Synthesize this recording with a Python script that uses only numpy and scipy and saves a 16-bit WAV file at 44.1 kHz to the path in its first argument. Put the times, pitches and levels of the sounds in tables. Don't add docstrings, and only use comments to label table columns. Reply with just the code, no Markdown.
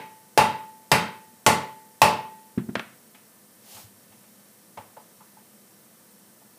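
import sys
import numpy as np
from scipy import signal
from scipy.fft import rfft, irfft, next_fast_len
from scipy.io import wavfile

SR = 44100
rng = np.random.default_rng(int(sys.argv[2]) if len(sys.argv) > 2 else 0)


def dump_mix(stems):
    frames = np.atleast_2d(stems).T
    limited = np.clip(frames, -1, 1)
    pcm = np.round(limited * 32767).astype(np.int16)
    wavfile.write(sys.argv[1], SR, pcm)


N = 290178
RING_S = np.arange(SR) / SR


def amp(db):
    return 10 ** (np.asarray(db) / 20)


def at(points, hz):
    f, value = np.transpose(points)
    return np.interp(np.log(np.maximum(hz, 1)), np.log(f), value)


def shape(x, db_of):
    size = next_fast_len(len(x) + SR // 10) * 2
    hz = np.maximum(np.fft.rfftfreq(size, 1 / SR), 20)
    cepstrum = irfft(np.log(amp(db_of(hz))))
    cepstrum[1:size // 2] *= 2
    cepstrum[size // 2 + 1:] = 0
    response = np.exp(rfft(cepstrum))
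    return irfft(rfft(x, size) * response)[:len(x)]


def colour(x, points):
    hz = np.linspace(0, SR / 2, SR // 10)
    power = np.mean(amp(at(points, hz)) ** 2)
    return shape(x, lambda hz: at(points, hz)) / np.sqrt(power)


def tilt(x, db):
    return shape(x, lambda hz: db * np.log2(np.maximum(hz, 250) / 1500))


def lift(x, centre_hz, db):
    return shape(x, lambda hz: db * np.exp(-2 * np.log2(hz / centre_hz) ** 2))


def ripple(x, spread_db, spacing_hz):
    humps = rng.standard_normal(1024)

    def humps_db(hz):
        uneven = np.interp(hz / spacing_hz, np.arange(len(humps)), humps)
        return spread_db * uneven * np.minimum(hz / 2000, 1)

    return shape(x, humps_db)


def fade(t60):
    return np.exp(-np.log(1000) * RING_S / t60)


def white():
    return rng.standard_normal(len(RING_S))


def add(out, s, sound):
    i = int(round(s * SR))
    part = sound[max(-i, 0):N - i]
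    out[max(i, 0):max(i, 0) + len(part)] += part


def ring(modes):
    total = np.zeros(len(RING_S))
    for k, (hz, db, t60) in enumerate(modes):
        total += (-1) ** k * amp(db) * fade(t60) * np.sin(2 * np.pi * hz * RING_S)
    return total


# (frequency [Hz], relative level [dB])
AIR_SPECTRUM = [(25, -27), (60, -25), (110, -5), (155, -3.5), (210, 4.5), (280, -6), (500, -6.5),
                (850, -10), (1200, -14), (1900, -14), (2800, -19.5), (6000, -17.5), (9500, -12.5),
                (15000, -14)]
# (frequency [Hz], level [dB])
FAN_TONES = [(204, -69.5), (327, -74.5), (500.5, -72.5), (1787, -77), (2008, -80.5), (3058, -82)]


def background(air_db=-54, waver=0.0066, ripple_db=2.5):
    out = amp(air_db) * ripple(colour(rng.standard_normal(N), AIR_SPECTRUM), ripple_db, 70)
    points = N * 10 // SR
    for hz, db in FAN_TONES:
        drift = np.interp(np.arange(N), np.linspace(0, N, points), rng.standard_normal(points))
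        phase = 2 * np.pi * np.cumsum(hz * (1 + waver * drift)) / SR
        out += amp(db) * np.sqrt(2) * np.sin(phase)
    return out


# (frequency [Hz], time to fall 60 dB [s])
ROOM_DECAY = [(80, 0.434), (200, 0.44), (500, 0.39), (1100, 0.41), (2800, 0.47), (5000, 0.35), (8000, .3),
              (15000, 0.27)]


def workshop(build_cycles=1.5, count=12):
    spectrum, hz = rfft(white()), np.fft.rfftfreq(len(RING_S), 1 / SR)
    centres = np.geomspace(ROOM_DECAY[0][0], ROOM_DECAY[-1][0], count)
    total = np.zeros(len(RING_S))
    for centre_hz, share in zip(centres, np.eye(count)):
        band = irfft(spectrum * at(np.c_[centres, share], hz))
        build_up = 1 - np.exp(-RING_S * centre_hz / build_cycles)
        total += band * fade(at(ROOM_DECAY, centre_hz)) * build_up
    return total


def stroke(s, length, speed_up_share=0.55, edge_db=-12):
    t = np.arange(N) / SR - s
    side_s = length * np.where(t < 0, speed_up_share, 1 - speed_up_share)
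    return amp(edge_db * (t / side_s) ** 2)


# (frequency [Hz], relative level [dB])
SWISH_SPECTRUM = [(200, -25), (550, 1), (900, 1), (1400, -7.5), (2800, 0), (5000, -1), (9000, -1),
                  (15000, -1.5)]
# (time of top speed [s], level [dB], length [s])
SLIDE_STROKES = [(3.765, -44.5, 0.22), (4.28, -64, .75), (5.17, -67.5, .75)]


def slide(grain_db=3):
    grains = rng.standard_normal(N) * amp(grain_db * rng.standard_normal(N))
    swell = sum(amp(db) * stroke(s, length) for s, db, length in SLIDE_STROKES)
    return colour(grains / grains.std(), SWISH_SPECTRUM) * swell


def thud(modes, push_cycles=0.45):
    total = np.zeros(len(RING_S))
    for hz, db, t60 in modes:
        push = (1 - np.exp(-RING_S * hz / push_cycles)) ** 2
        total -= amp(db) * np.sin(2 * np.pi * hz * RING_S) * fade(t60) * push
    return total


# (time [s], level [dB])
HEAD_BOUNCES = [(2.5755, -2.2), (2.6881, -11.5), (2.7645, -14)]
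# (frequency [Hz], relative level [dB], time to fall 60 dB [s])
BENCH_MODES = [(209, 0.5, 0.028), (356, -18, .085), (136, -23, 0.19), (240, -21, .11)]
# (time [s], level [dB])
ENGINE_ROCKS = [(3.741, -45), (3.836, -40.5), (4.093, -52), (4.781, -41.5)]


def thuds(room, room_db=-40, rock_hz=104.5, rock_t60=.14):
    out = np.zeros(N)
    bounce = thud(BENCH_MODES)
    rock = thud([(rock_hz, 0, rock_t60)])
    for events, sound in (HEAD_BOUNCES, bounce), (ENGINE_ROCKS, rock):
        for s, db in events:
            add(out, s, amp(db) * sound)
    echo = signal.fftconvolve(out, room)[:N]
    return out + amp(room_db) * echo


# (time [s], level [dB], treble tilt [dB per octave], contact time to fall 60 dB [s])
BENCH_CLACKS = [(2.577, -47, -3.5, 0.17), (2.689, -50, -6, 0.05), (2.7538, -17.5, -1, 0.0083),
                (2.7948, -25.5, -1, 0.02)]
# (frequency [Hz], relative level [dB])
CLACK_SPECTRUM = [(100, -23), (420, -5), (650, -1.5), (950, -3), (1480, 1), (1900, -1.5), (2700, -5),
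                  (3600, -9), (6000, -22.5), (15000, -38)]
# (frequency [Hz], relative level [dB], time to fall 60 dB [s])
HANDLE_MODES = [(650, -10.5, 0.23), (1394, -6, 0.19), (1480, -9, 0.11), (1920, -13, 0.25),
                (2220, -18, 0.32), (2660, -14, 0.18), (3270, -12, 0.092)]


def clacks(room_db=-19, ring_db=-11, rise_s=.0006, chatter_db=-19, chatter_t60=.13, chatter_spread_db=5):
    out, handle = np.zeros(N), amp(ring_db) * ring(HANDLE_MODES)
    for s, db, tilt_db, t60 in BENCH_CLACKS:
        hit = 2 * fade(t60) * (1 - np.exp(-RING_S / rise_s))
        touches = np.repeat(amp(chatter_spread_db * rng.standard_normal(300)), SR // 300)
        chatter = amp(chatter_db) * touches * fade(chatter_t60)
        contact = colour(white() * (hit + chatter) + amp(room_db) * workshop(), CLACK_SPECTRUM)
        add(out, s, amp(db) * tilt(contact + handle, tilt_db))
    return out


# (frequency [Hz], relative level [dB], time to fall 60 dB [s])
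COVER_MODES = [(388, -20, 0.72), (448, -8, 0.43), (476, -9.5, 0.36), (554, -13.5, 0.38),
               (586.6, -4.5, 0.39), (750, -7, 0.35), (804, -10.5, 0.3), (826, -12.5, 0.37), (853, 5.5, .38),
               (873.6, 4, 0.36), (875, -3, 0.8), (889.3, 5.5, 0.38), (974, -2.5, 0.43), (1148, -10, 0.31),
               (1180, -12, 0.26), (1350, -14.5, .32), (1350, -8, 0.33), (1817, -11.5, 0.31),
               (1894, -27, 0.91), (2023, -11.5, .28), (2247, -26, .32), (2590, -15.5, 0.3),
               (2700, -13.5, 0.24), (2690, -17, .3), (2790, -15.5, .25), (2845, -18, .3),
               (3729, -21.5, 0.27), (4300, -23, 0.28), (5420, -15.5, 0.28), (8760, -25, .2)]


def cover_ring():
    return ring(COVER_MODES)


# (frequency [Hz], relative level [dB])
CLANG_SPECTRUM = [(30, -17.5), (65, -18), (110, -4), (220, 0.5), (340, -5.5), (520, -0.5), (700, -0.5),
                  (1000, 1), (1600, -6.5), (2700, -8.5), (3600, -11.5), (5600, -16), (9000, -20.5),
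                  (15000, -27)]


def engine_clang(noise):
    return colour(noise, CLANG_SPECTRUM)


# (time [s], level [dB], centre of the excited band [Hz], band width [octaves])
COVER_KNOCKS = [(3.145, -28.5, 2450, 0.65), (3.766, -30, 900, 1.6), (4.121, -37.5, 2400, 0.8),
                (4.235, -41, 1800, 1), (4.772, -20, 760, 1.7), (4.966, -25, 700, 0.85),
                (5.203, -31.5, 1100, 0.4), (5.366, -33.5, 800, 0.55), (6.413, -37, 680, 0.39)]


def knocks(cover, ring_db=-23, held_t60=0.28, scrape_db=-11, scrape_t60=0.073, room_db=-22.5, bite_s=.003):
    out = np.zeros(N)
    held_ring = amp(ring_db) * cover * fade(held_t60)
    bite = 1 - np.exp(-RING_S / bite_s)
    for s, db, centre_hz, octaves in COVER_KNOCKS:
        scrape = amp(scrape_db) * white() * fade(scrape_t60)
        grate = engine_clang(scrape + amp(room_db) * workshop())
        knock = (grate + held_ring) * bite

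        def band_db(hz):
            return -15 * np.log10(1 + (np.log2(hz / centre_hz) / octaves) ** 2)

        add(out, s, amp(db) * shape(knock, band_db))
    return out


# (frequency [Hz], relative level [dB])
FIN_SPECTRUM = [(1200, -6), (1600, -2.5), (2600, 6), (3300, -10.5), (4300, -13.5), (5600, -7.5),
                (6800, -11.5), (8600, -3.5), (11000, -7.5), (15000, -11.5)]


def fins(count=260, spread_db=3, t60=.3):
    place, strength, life = rng.random((count, 3)).T
    low_hz, high_hz = FIN_SPECTRUM[0][0], FIN_SPECTRUM[-1][0]
    hz = low_hz + (np.arange(count) + place) / count * (high_hz - low_hz)
    gains = amp(at(FIN_SPECTRUM, hz) + spread_db * np.sqrt(12) * (strength - .5))
    t60s = t60 * (0.93 + life / 2) * (hz / 3000) ** -.3
    t = RING_S[:SR // 2].astype(np.float32)
    poles = (2j * np.pi * hz - np.log(1000) / t60s).astype(np.complex64)
    turns = 2 * np.pi * rng.random(count)
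    crowd = np.zeros(len(t))
    for gain, pole, turn in zip(gains, poles, turns):
        crowd += gain * np.exp(pole.real * t) * np.sin(pole.imag * t + np.float32(turn))
    return np.pad(crowd, (0, len(RING_S) - len(t))) / np.sqrt(np.sum(gains ** 2))


# (frequency [Hz], relative level [dB], time to fall 60 dB [s])
STANDING_WAVES = [(79, -7.5, 0.24), (96.5, -2, 0.35), (136.2, -.5, .36), (173.3, 1, 0.42)]


def room_boom(rise_s=0.0083):
    return ring(STANDING_WAVES) * (1 - np.exp(-RING_S / rise_s))


# (time [s], level [dB], cover ring [dB], treble tilt [dB per octave],
#  band favoured by the struck spot [Hz], its lift [dB])
MALLET_BLOWS = [(-.19, 0.5, -4.5, -0.5, 2505, 2), (0.3761, 0, 0.5, -0.3, 1123, 1),
                (0.9164, 1.5, -6.5, -0.4, 600, -2.5), (1.464, 1.52, -4, -0.64, 8500, 5),
                (2.0176, 2.1, -3.5, -0.05, 950, 2.5)]
# (frequency [Hz], relative level [dB])
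CRACK_SPECTRUM = [(30, -19), (120, -5.5), (350, 0), (700, 4.5), (1400, -3.5), (2700, -4), (5000, -9),
                  (9000, -16.5), (15000, -17.5)]


def mallet(room, cover, ring_db=-18.5, clang_db=-16, fins_db=-21, crack_db=-13, snap_db=-5, boom_db=-28,
           crack_t60=0.039, snap_t60=0.0074, own_share=0.44):
    out, shimmer, boom = np.zeros(N), amp(fins_db) * fins(), amp(boom_db) * room_boom()
    force = amp(crack_db) * fade(crack_t60) + amp(snap_db) * fade(snap_t60)
    for s, db, cover_db, tilt_db, spot_hz, spot_db in MALLET_BLOWS:
        mixed = np.sqrt(1 - own_share) * room + np.sqrt(own_share) * workshop()
        clang = amp(clang_db) * engine_clang(mixed)
        crack = colour(white() * force, CRACK_SPECTRUM)
        metal = ripple(clang + crack + shimmer, 2.8, 110)
        rung = amp(ring_db) * lift(cover, 990, cover_db)
        blow = tilt(metal + boom + rung, tilt_db)
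        add(out, s, amp(db) * lift(blow, spot_hz, spot_db))
    return out


def scene():
    room, cover = workshop(), cover_ring()
    quiet = background() + slide()
    contacts = thuds(room) + clacks() + knocks(cover)
    return (quiet + contacts + mallet(room, cover))[None]


def record(dry, low_cut_hz=66, top_hz=15280):
    thin = signal.sosfilt(signal.butter(3, low_cut_hz, "high", fs=SR, output="sos"), dry)
    rounded = .8 * np.tanh(thin / .8)
    return signal.sosfilt(signal.ellip(10, .2, 80, top_hz, fs=SR, output="sos"), rounded)


dry = scene()
out = record(dry)
dump_mix(out)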